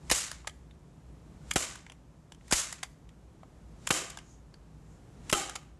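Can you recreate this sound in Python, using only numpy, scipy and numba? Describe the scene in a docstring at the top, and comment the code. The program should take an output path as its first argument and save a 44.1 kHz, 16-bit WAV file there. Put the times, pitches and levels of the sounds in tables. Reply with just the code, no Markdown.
"""A hand staple gun drives five staples through wet paper into a board on a wooden table.
A quiet, fairly live room hums and hisses. A faint hiss swells, then the catch slips with a click.
The spring slams the driver down, the steel frame rattles and the board and table knock.
A limiter ducks each snap, so the room's echo seems to swell up behind it.
Then the mechanism rebounds and the lever clicks back."""
import sys
import numpy as np
from scipy import signal
from scipy.fft import rfft, irfft
from scipy.io import wavfile
from numba import njit

SR = 44100
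rng = np.random.default_rng(int(sys.argv[2]) if len(sys.argv) > 2 else 0)


def master_out(mix):
    """Clip the mix to full scale and print it as 16-bit PCM to the path in sys.argv[1]."""
    frames = np.transpose(np.atleast_2d(mix))
    ceiling = np.clip(frames, -1, 1)
    pcm = np.round(ceiling * 32767).astype(np.int16)
    wavfile.write(sys.argv[1], SR, pcm)


N = 255691
TOP_HZ, SHORT = 12000, 8192  # treble limit; samples in a short sound or filter


def undb(db):
    """Turn decibels into a number to multiply by."""
    return 10 ** (np.asarray(db) / 20)


def along(hz, points):
    """Read between (Hz, value) points, giving every octave the same width."""
    f, v = np.transpose(points)
    return np.interp(np.log(np.maximum(hz, 1)), np.log(f), v)


def add(track, s, x):
    """Mix x into the track, starting at s seconds."""
    i = int(s * SR)
    track[i:i + len(x)] += x[:len(track) - i]


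def peak(s, rise_s, fall_s):
    """A loudness curve that grows to one at s seconds and dies away."""
    t = np.arange(N) / SR
    return np.exp(-np.maximum((s - t) / rise_s, (t - s) / fall_s))


def colour(x, points, tilt_db=0):
    """Give x a tone colour from (Hz, dB) points; a positive tilt, in dB per octave, brightens it."""
    hz = np.fft.rfftfreq(SHORT, 1 / SR)
    gain = undb(along(hz, points) + tilt_db * np.log2(np.clip(hz, 500, TOP_HZ) / 3000))
    gain /= np.sqrt(np.mean(gain ** 2 * (hz < TOP_HZ)))
    # build the filter so that nothing sounds before the hit that causes it
    cepstrum = irfft(np.log(gain))
    cepstrum[1:SHORT // 2] *= 2
    cepstrum[SHORT // 2 + 1:] = 0
    return signal.fftconvolve(x, irfft(np.exp(rfft(cepstrum))))[:len(x)]


def ring(x, modes):
    """Let x set fading notes ringing. Each note: pitch in Hz, seconds to fade 60 dB, share in dB."""
    t = np.arange(SHORT) / SR
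    response = sum(undb(db) / np.sqrt(t60) * np.sin(2 * np.pi * hz * t) * np.exp(-np.log(1000) * t / t60)
                   for hz, t60, db in modes)
    return signal.fftconvolve(x, response / np.sqrt(np.sum(response ** 2)))[:len(x)]


def chatter(length_s, fall_s, rise_s):
    """Steel parts buzz against each other: dense tiny hits that last a while, then die away."""
    t = np.arange(SHORT) / SR
    fade = np.exp(-np.maximum(t - length_s, 0) / fall_s)
    impacts = rng.standard_normal(SHORT) * (1 - np.exp(-t / rise_s)) * fade
    return impacts * np.sqrt((length_s + fall_s / 2) * SR / np.sum(impacts ** 2))


# The tone of the room's air. Each row: frequency in Hz, relative level in dB.
AIR_COLOUR = [(20, -29.5), (40, -3), (58, 8), (80, -3), (150, 0), (210, -6.5), (280, -8), (450, -15),
              (1000, -21.5), (2000, -31), (4500, -37), (7200, -35), (10000, -42), (12000, -43)]

def room_tone(air_db=-56, hum_hz=58, hum_db=-62, swell_db=7.5):
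    """Ventilation rumbles and hums under a thin hiss; it all swells with each squeeze, then sinks."""
    effort = sum(amount * peak(slip, rise_s=.5, fall_s=0.14) for slip, *_, amount in LEVER_SQUEEZES)
    hum = ring(rng.standard_normal(N), [(hum_hz, .45, 0), (156, .3, -4)])
    air = colour(rng.standard_normal(N), AIR_COLOUR)
    return undb(swell_db * effort) * (undb(air_db) * air + undb(hum_db) * hum)


# How long the echo lasts. Each row: frequency in Hz, seconds to fade by 60 dB.
ECHO_FADES = [(100, 0.43), (400, 0.45), (1500, 0.56), (4000, 0.45), (7500, 0.39), (12000, 0.31)]
# The tone of the echo. Each row: frequency in Hz, relative level in dB.
ECHO_COLOUR = [(60, -38), (300, -2), (1000, 1.5), (3000, 2), (5000, 4.5), (7200, 7.5), (9500, 6.5),
               (12000, 17.5)]

def room_echo(build_s=0.041, far_wall_s=0.071, far_wall_spread_s=0.0047, far_wall_share=0.25):
    """One second of echo: it builds up, swells as the far wall answers and fades, the treble first."""
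    t = np.arange(SR) / SR
    hz = np.fft.rfftfreq(SR, 1 / SR)
    noise = rfft(rng.standard_normal(SR))
    centres, t60s = np.transpose(ECHO_FADES)
    tail = 0
    for share, t60 in zip(np.eye(len(centres)), t60s):
        band = irfft(noise * along(hz, np.c_[centres, share]), SR)
        tail = tail + band * np.exp(-np.log(1000) * t / t60)
    far_wall = far_wall_share * np.exp(-((t - far_wall_s) / far_wall_spread_s) ** 2)
    tail *= 1 - np.exp(-t / build_s) + far_wall
    # reflections arrive in uneven clumps a few milliseconds long
    tail *= undb(1.8 * np.interp(t, np.linspace(0, 1, 300), rng.standard_normal(300)))
    return colour(tail / np.sqrt(np.sum(tail ** 2)), ECHO_COLOUR)


# The spring sliding. Each row: loudest moment in seconds, spread in seconds, pitch in Hz, level in dB.
SPRING_SLIDES = [(4.31, 0.052, 6700, -65), (4.93, 0.053, 7220, -74)]

def faint_hisses(hiss_db=-57, lead_s=0.0036):
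    """A faint hiss swells just before each catch click and dies quickly; the sliding spring hisses too."""
    swells = sum(peak(slip - lead_s, rise_s=0.045, fall_s=0.021) for slip, *_ in LEVER_SQUEEZES)
    out = undb(hiss_db) * swells * colour(rng.standard_normal(N), CRACK_COLOUR, tilt_db=-1.5)
    for s, spread, hz, db in SPRING_SLIDES:
        slide = np.exp(-((np.arange(N) / SR - s) / spread) ** 2 / 2)
        out += undb(db) * slide * ring(rng.standard_normal(N), [(hz, .003, 0)])
    return out


# The tone of a small click. Each row: frequency in Hz, relative level in dB.
CLICK_COLOUR = [(100, 20), (450, 0.5), (800, 5.5), (1400, 2.5), (2100, 5), (2600, -0.5), (3200, 3),
                (4300, -1.5), (6000, -0.5), (7400, 0), (9500, -4.5), (12000, -15.5)]
# The spring's notes. Each row: pitch in Hz, seconds to fade by 60 dB, share in dB.
SPRING_NOTES = [(7350, .04, -0.5), (7200, .012, -0.5), (6850, .01, -13.5)]

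def click(length_s, ring_hz, tilt_db, ring_db, ping_db, ring_s=0.011):
    """A small steel part chatters, rings at its own pitch and sets the spring pinging."""
    rattle = chatter(length_s, fall_s=0.0021, rise_s=0.0003)
    part = undb(ring_db) * ring(rattle, [(ring_hz, ring_s, 0)])
    ping = undb(ping_db) * ring(rattle, SPRING_NOTES)
    return colour(rattle, CLICK_COLOUR, tilt_db) + part + ping


# Light ticks. Each row: start in seconds, level in dB, tilt in dB per octave, pitch in Hz.
GRIP_TICKS = [(0.446, -46, -9, 1000), (0.709, -57, -1.5, 3720), (1.8645, -45.5, -2, 2085),
              (2.41, -57, -5, 2170), (2.48, -52, 5, 2200), (3.0903, -56, 0.5, 3180),
              (3.4315, -40.5, -12, 756), (4.5403, -51.5, -1, 4600)]

def grip():
    """Loose parts tick as the hands shift on the gun."""
    out = np.zeros(N)
    for s, db, tilt_db, hz in GRIP_TICKS:
        add(out, s, undb(db) * click(0.0022, hz, tilt_db, ring_db=-4, ping_db=-30.5, ring_s=0.0044))
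    return out


# The rebound after each staple. Each row: start in seconds, level in dB, length in seconds,
# pitch in Hz, then the ring and the spring's ping, both in dB compared with that level.
REBOUND_CLICKS = [(0.3145, -33.5, 0.0016, 1830, -2, -9), (1.754, -47, 0.005, 1480, 0, -25),
                  (2.726, -33, 0.0018, 2000, 0.5, -19), (4.099, -42, 0.0056, 1580, -22, -13),
                  (5.495, -36.5, 0.0023, 1520, -0.5, -11.5)]
# The lever hitting its stop. Each row: start in seconds, level in dB, length in seconds, pitch in Hz,
# ring in dB, seconds until the bounce, bounce in dB. Ring and bounce are compared with the level.
LEVER_RETURNS = [(0.4713, -31, 0.0061, 2200, -20, .023, -16.5),
                 (1.8982, -45.5, 0.0011, 3230, -0.5, .021, -3.5),
                 (2.3204, -42.5, 0.0017, 3395, -10, .026, -15), (2.8294, -31, 0.0064, 2120, -9, 0.011, -17),
                 (4.172, -38, 0.0027, 1600, -4, .015, -6.5), (5.554, -33, 0.0081, 1350, -11, 0.0076, -14)]

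def release():
    """The mechanism rebounds; the lever swings back, hits its stop and bounces once."""
    out = np.zeros(N)
    for s, db, length, hz, ring_db, ping_db in REBOUND_CLICKS:
        add(out, s, undb(db) * click(length, hz, tilt_db=4.5, ring_db=ring_db, ping_db=ping_db))
    for s, db, length, hz, ring_db, bounce_s, bounce_db in LEVER_RETURNS:
        add(out, s, undb(db) * click(length, hz, tilt_db=0.7, ring_db=ring_db, ping_db=-18.5))
        bounce = click(length_s=0.0024, ring_hz=3160, tilt_db=1.5, ring_db=-5.5, ping_db=-17.5)
        add(out, s + bounce_s, undb(db + bounce_db) * bounce)
    return out


# The squeeze before each staple. Each row: when the catch slips in seconds, level in dB, pitch in Hz,
# ring in dB compared with that level, effort from 0 to 1 (how much the background swells).
LEVER_SQUEEZES = [(0.1002, -24, 3000, -3, 0.75), (1.5118, -25, 3500, -6.5, .85),
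                  (2.5123, -26, 1620, 0, 0.1), (3.8723, -25.5, 3400, -8.5, 0.67),
                  (5.2984, -28, 2910, -9.5, 1)]

def catch(creep_s=.003, creep_db=-9, scrape_db=-37):
    """The catch creeps, then slips; the spring scrapes free halfway to the shot."""
    out = np.zeros(N)
    for (slip_s, db, hz, ring_db, _), (shot_s, *_) in zip(LEVER_SQUEEZES, STAPLE_SHOTS):
        creep = click(length_s=0.0015, ring_hz=hz, tilt_db=5.5, ring_db=-9.5, ping_db=-21)
        slip = click(length_s=0.0022, ring_hz=hz, tilt_db=1.9, ring_db=ring_db, ping_db=-13, ring_s=.012)
        scrape = click(length_s=.0036, ring_hz=5400, tilt_db=11, ring_db=-7.5, ping_db=-16)
        add(out, slip_s - creep_s, undb(db + creep_db) * creep)
        add(out, slip_s, undb(db) * slip)
        add(out, (slip_s + shot_s) / 2, undb(scrape_db) * scrape)
    return out


def small_clicks(low_cut_hz=560, near_fall_s=0.017):
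    """The metal clicks around each staple, from parts too small to give off bass."""
    bass_cut = signal.butter(3, low_cut_hz, "high", fs=SR, output="sos")
    clicks = signal.sosfilt(bass_cut, catch() + release() + grip())
    # table and body scatter the clicks at once; the walls add little
    near = rng.standard_normal(SHORT) * np.exp(-np.arange(SHORT) / SR / near_fall_s)
    scattered = signal.fftconvolve(clicks, near / np.sqrt(np.sum(near ** 2)))[:N]
    echo = signal.fftconvolve(clicks, room_echo())[:N]
    return clicks + undb(-11.5) * scattered + undb(-25.5) * echo


def table_thump(push_s=0.005, fall_s=0.006, start_hz=380, end_hz=58, glide_s=0.0042):
    """The recoil sends a bending wave through the table; low notes travel slowest, so the pitch sags."""
    t = np.arange(SHORT) / SR
    hz = end_hz + (start_hz - end_hz) * np.exp(-t / glide_s)
    envelope = (1 - np.exp(-t / push_s)) * np.exp(-t / fall_s)
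    return -2 * np.sin(2 * np.pi * np.cumsum(hz) / SR) * envelope


# The tones of the sharp crack and the board's dull knock. Each row: frequency in Hz, relative level in dB.
CRACK_COLOUR = [(100, -25), (500, -1.5), (1000, -3), (2000, -1.5), (3000, -3.5), (3500, -2), (5000, -2.5),
                (6200, -0.5), (7300, 1.5), (9000, -3.5), (10500, -10.5), (12000, -23.5)]
KNOCK_COLOUR = [(60, 16.5), (150, -4.5), (250, -15.5), (380, 4), (600, -2), (900, -13.5), (2000, -31),
                (6000, -43)]
# The notes of the steel frame and the board. Each row: pitch in Hz, seconds to fade by 60 dB, share in dB.
FRAME_NOTES = [(1330, 0.12, 8), (1555, 0.013, 15.5), (2084, .03, -12.5), (2250, 0.031, 6), (2800, 0.078, 5),
               (2970, 0.019, 8.5), (3146, 0.016, 21), (3915, 0.02, 12.5), (4020, 0.085, -6.5),
               (4540, 0.038, -28.5), (6450, .04, -33.5), (7300, 0.081, 8), (7500, 0.092, -6.5),
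               (7450, 0.14, -3), (8150, .05, -7.5)]
BOARD_NOTES = [(195, 0.1, -13.5), (356, 0.079, -2.5), (397, 0.052, 5.5), (532, 0.033, 1), (632, 0.046, -15),
               (806, 0.14, -5), (1240, 0.054, 0.5)]
# The five staples. Each row: start in seconds, level in dB, rattle length in seconds, contact with the
# board from 0 (loose) to 1 (firm), frame pitch in Hz, board pitch in Hz, knock in dB compared with
# the level, then the thump's and the echo's own levels in dB.
STAPLE_SHOTS = [ (0.1127, -4.5, .0098, 0, 2850, 623, -9.5, -24, -23.5),
                (1.5580, -21.5, 0.006, 0.44, 3250, 680, -4.5, -24, -26.5),
                (2.5235, -8, .011, 0, 3820, 703, -5, -12.5, -24),
                (3.9046, -22.5, 0.0051, 0.63, 2750, 710, -22, -23.5, -24),
                (5.3265, -13, 0.0056, 0.78, 2780, 808, -11, -35, -26)]

def staples(travel_s=.003, seat_s=0.0031):
    """The frame rattles as the driver flies, seats the staple, knocks the board and thumps the table."""
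    out = np.zeros(N)
    for s, db, length, contact, frame_hz, board_hz, knock_db, thump_db, room_db in STAPLE_SHOTS:
        # firm contact dulls the crack and makes frame and board ring louder
        tilt_db = 0.53 - 3 * contact
        frame_db, board_db = -17 + 18 * contact, -20.5 + 23.5 * contact
        strike = np.zeros(SR)
        add(strike, travel_s, chatter(seat_s, fall_s=0.0027, rise_s=.0003))
        buzz = np.pad(chatter(length, fall_s=0.0065, rise_s=.0004), (0, SR - SHORT))
        rattle = strike + undb(-0.5) * buzz
        force = np.sqrt(np.sum(rattle ** 2))
        blow = force * signal.unit_impulse(SR, int(travel_s * SR))
        # the gun moves between staples, so each one finds other paths through the room
        echo = undb(room_db - db) * force * room_echo()
        # the staple adds a very high zip as it shears off the strip
        shear = undb(-13.5) * ring(rattle, [(10800, 0.0032, 0)])
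        crack = colour(rattle + echo, CRACK_COLOUR, tilt_db) + shear
        frame = ring(rattle + undb(-6.5) * echo, FRAME_NOTES)
        frame += undb(-2.5) * ring(strike, [(frame_hz, .005, 0)])
        # one of the board's notes depends on where the gun is pressed down
        board = ring(blow + undb(1.5) * echo, BOARD_NOTES + [(board_hz, .02, 3)])
        knock = colour(strike + undb(-17) * echo, KNOCK_COLOUR)
        knock += ring(blow, [(board_hz, .008, 0), (340, .016, 0)])
        snap = crack + undb(frame_db) * frame + undb(board_db) * board + undb(knock_db) * knock
        add(out, s, undb(db) * snap)
        add(out, s, undb(thump_db) * table_thump())
    return out


def scene():
    """Gun, table and room as heard from across the table."""
    return (staples() + small_clicks() + faint_hisses() + room_tone())[None]


@njit
def follow(x, rise, fall):
    """Track how loud x is, closing a share of the gap each sample: rise going up, fall going down."""
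    out, level = np.empty(len(x)), 0.
    for i in range(len(x)):
        level += (abs(x[i]) - level) * (rise if abs(x[i]) > level else fall)
        out[i] = level
    return out


def record(dry, ceiling_db=-15.5, attack_s=.0003, release_s=0.012, ahead_s=.0008, low_cut_hz=35):
    """The microphone sheds the deepest bass; a fast limiter briefly ducks each snap; the top is cut."""
    x = signal.sosfilt(signal.butter(2, low_cut_hz, "high", fs=SR, output="sos"), dry)
    level = follow(x[0], 1 - np.exp(-1 / (attack_s * SR)), 1 - np.exp(-1 / (release_s * SR)))
    t = np.arange(N) / SR
    coming_level = np.interp(t + ahead_s, t, level)
    gain = 1 / np.maximum(1, coming_level / undb(ceiling_db))
    return signal.sosfilt(signal.ellip(10, .2, 70, TOP_HZ, fs=SR, output="sos"), x * gain)


dry = scene()
out = record(dry)
master_out(out)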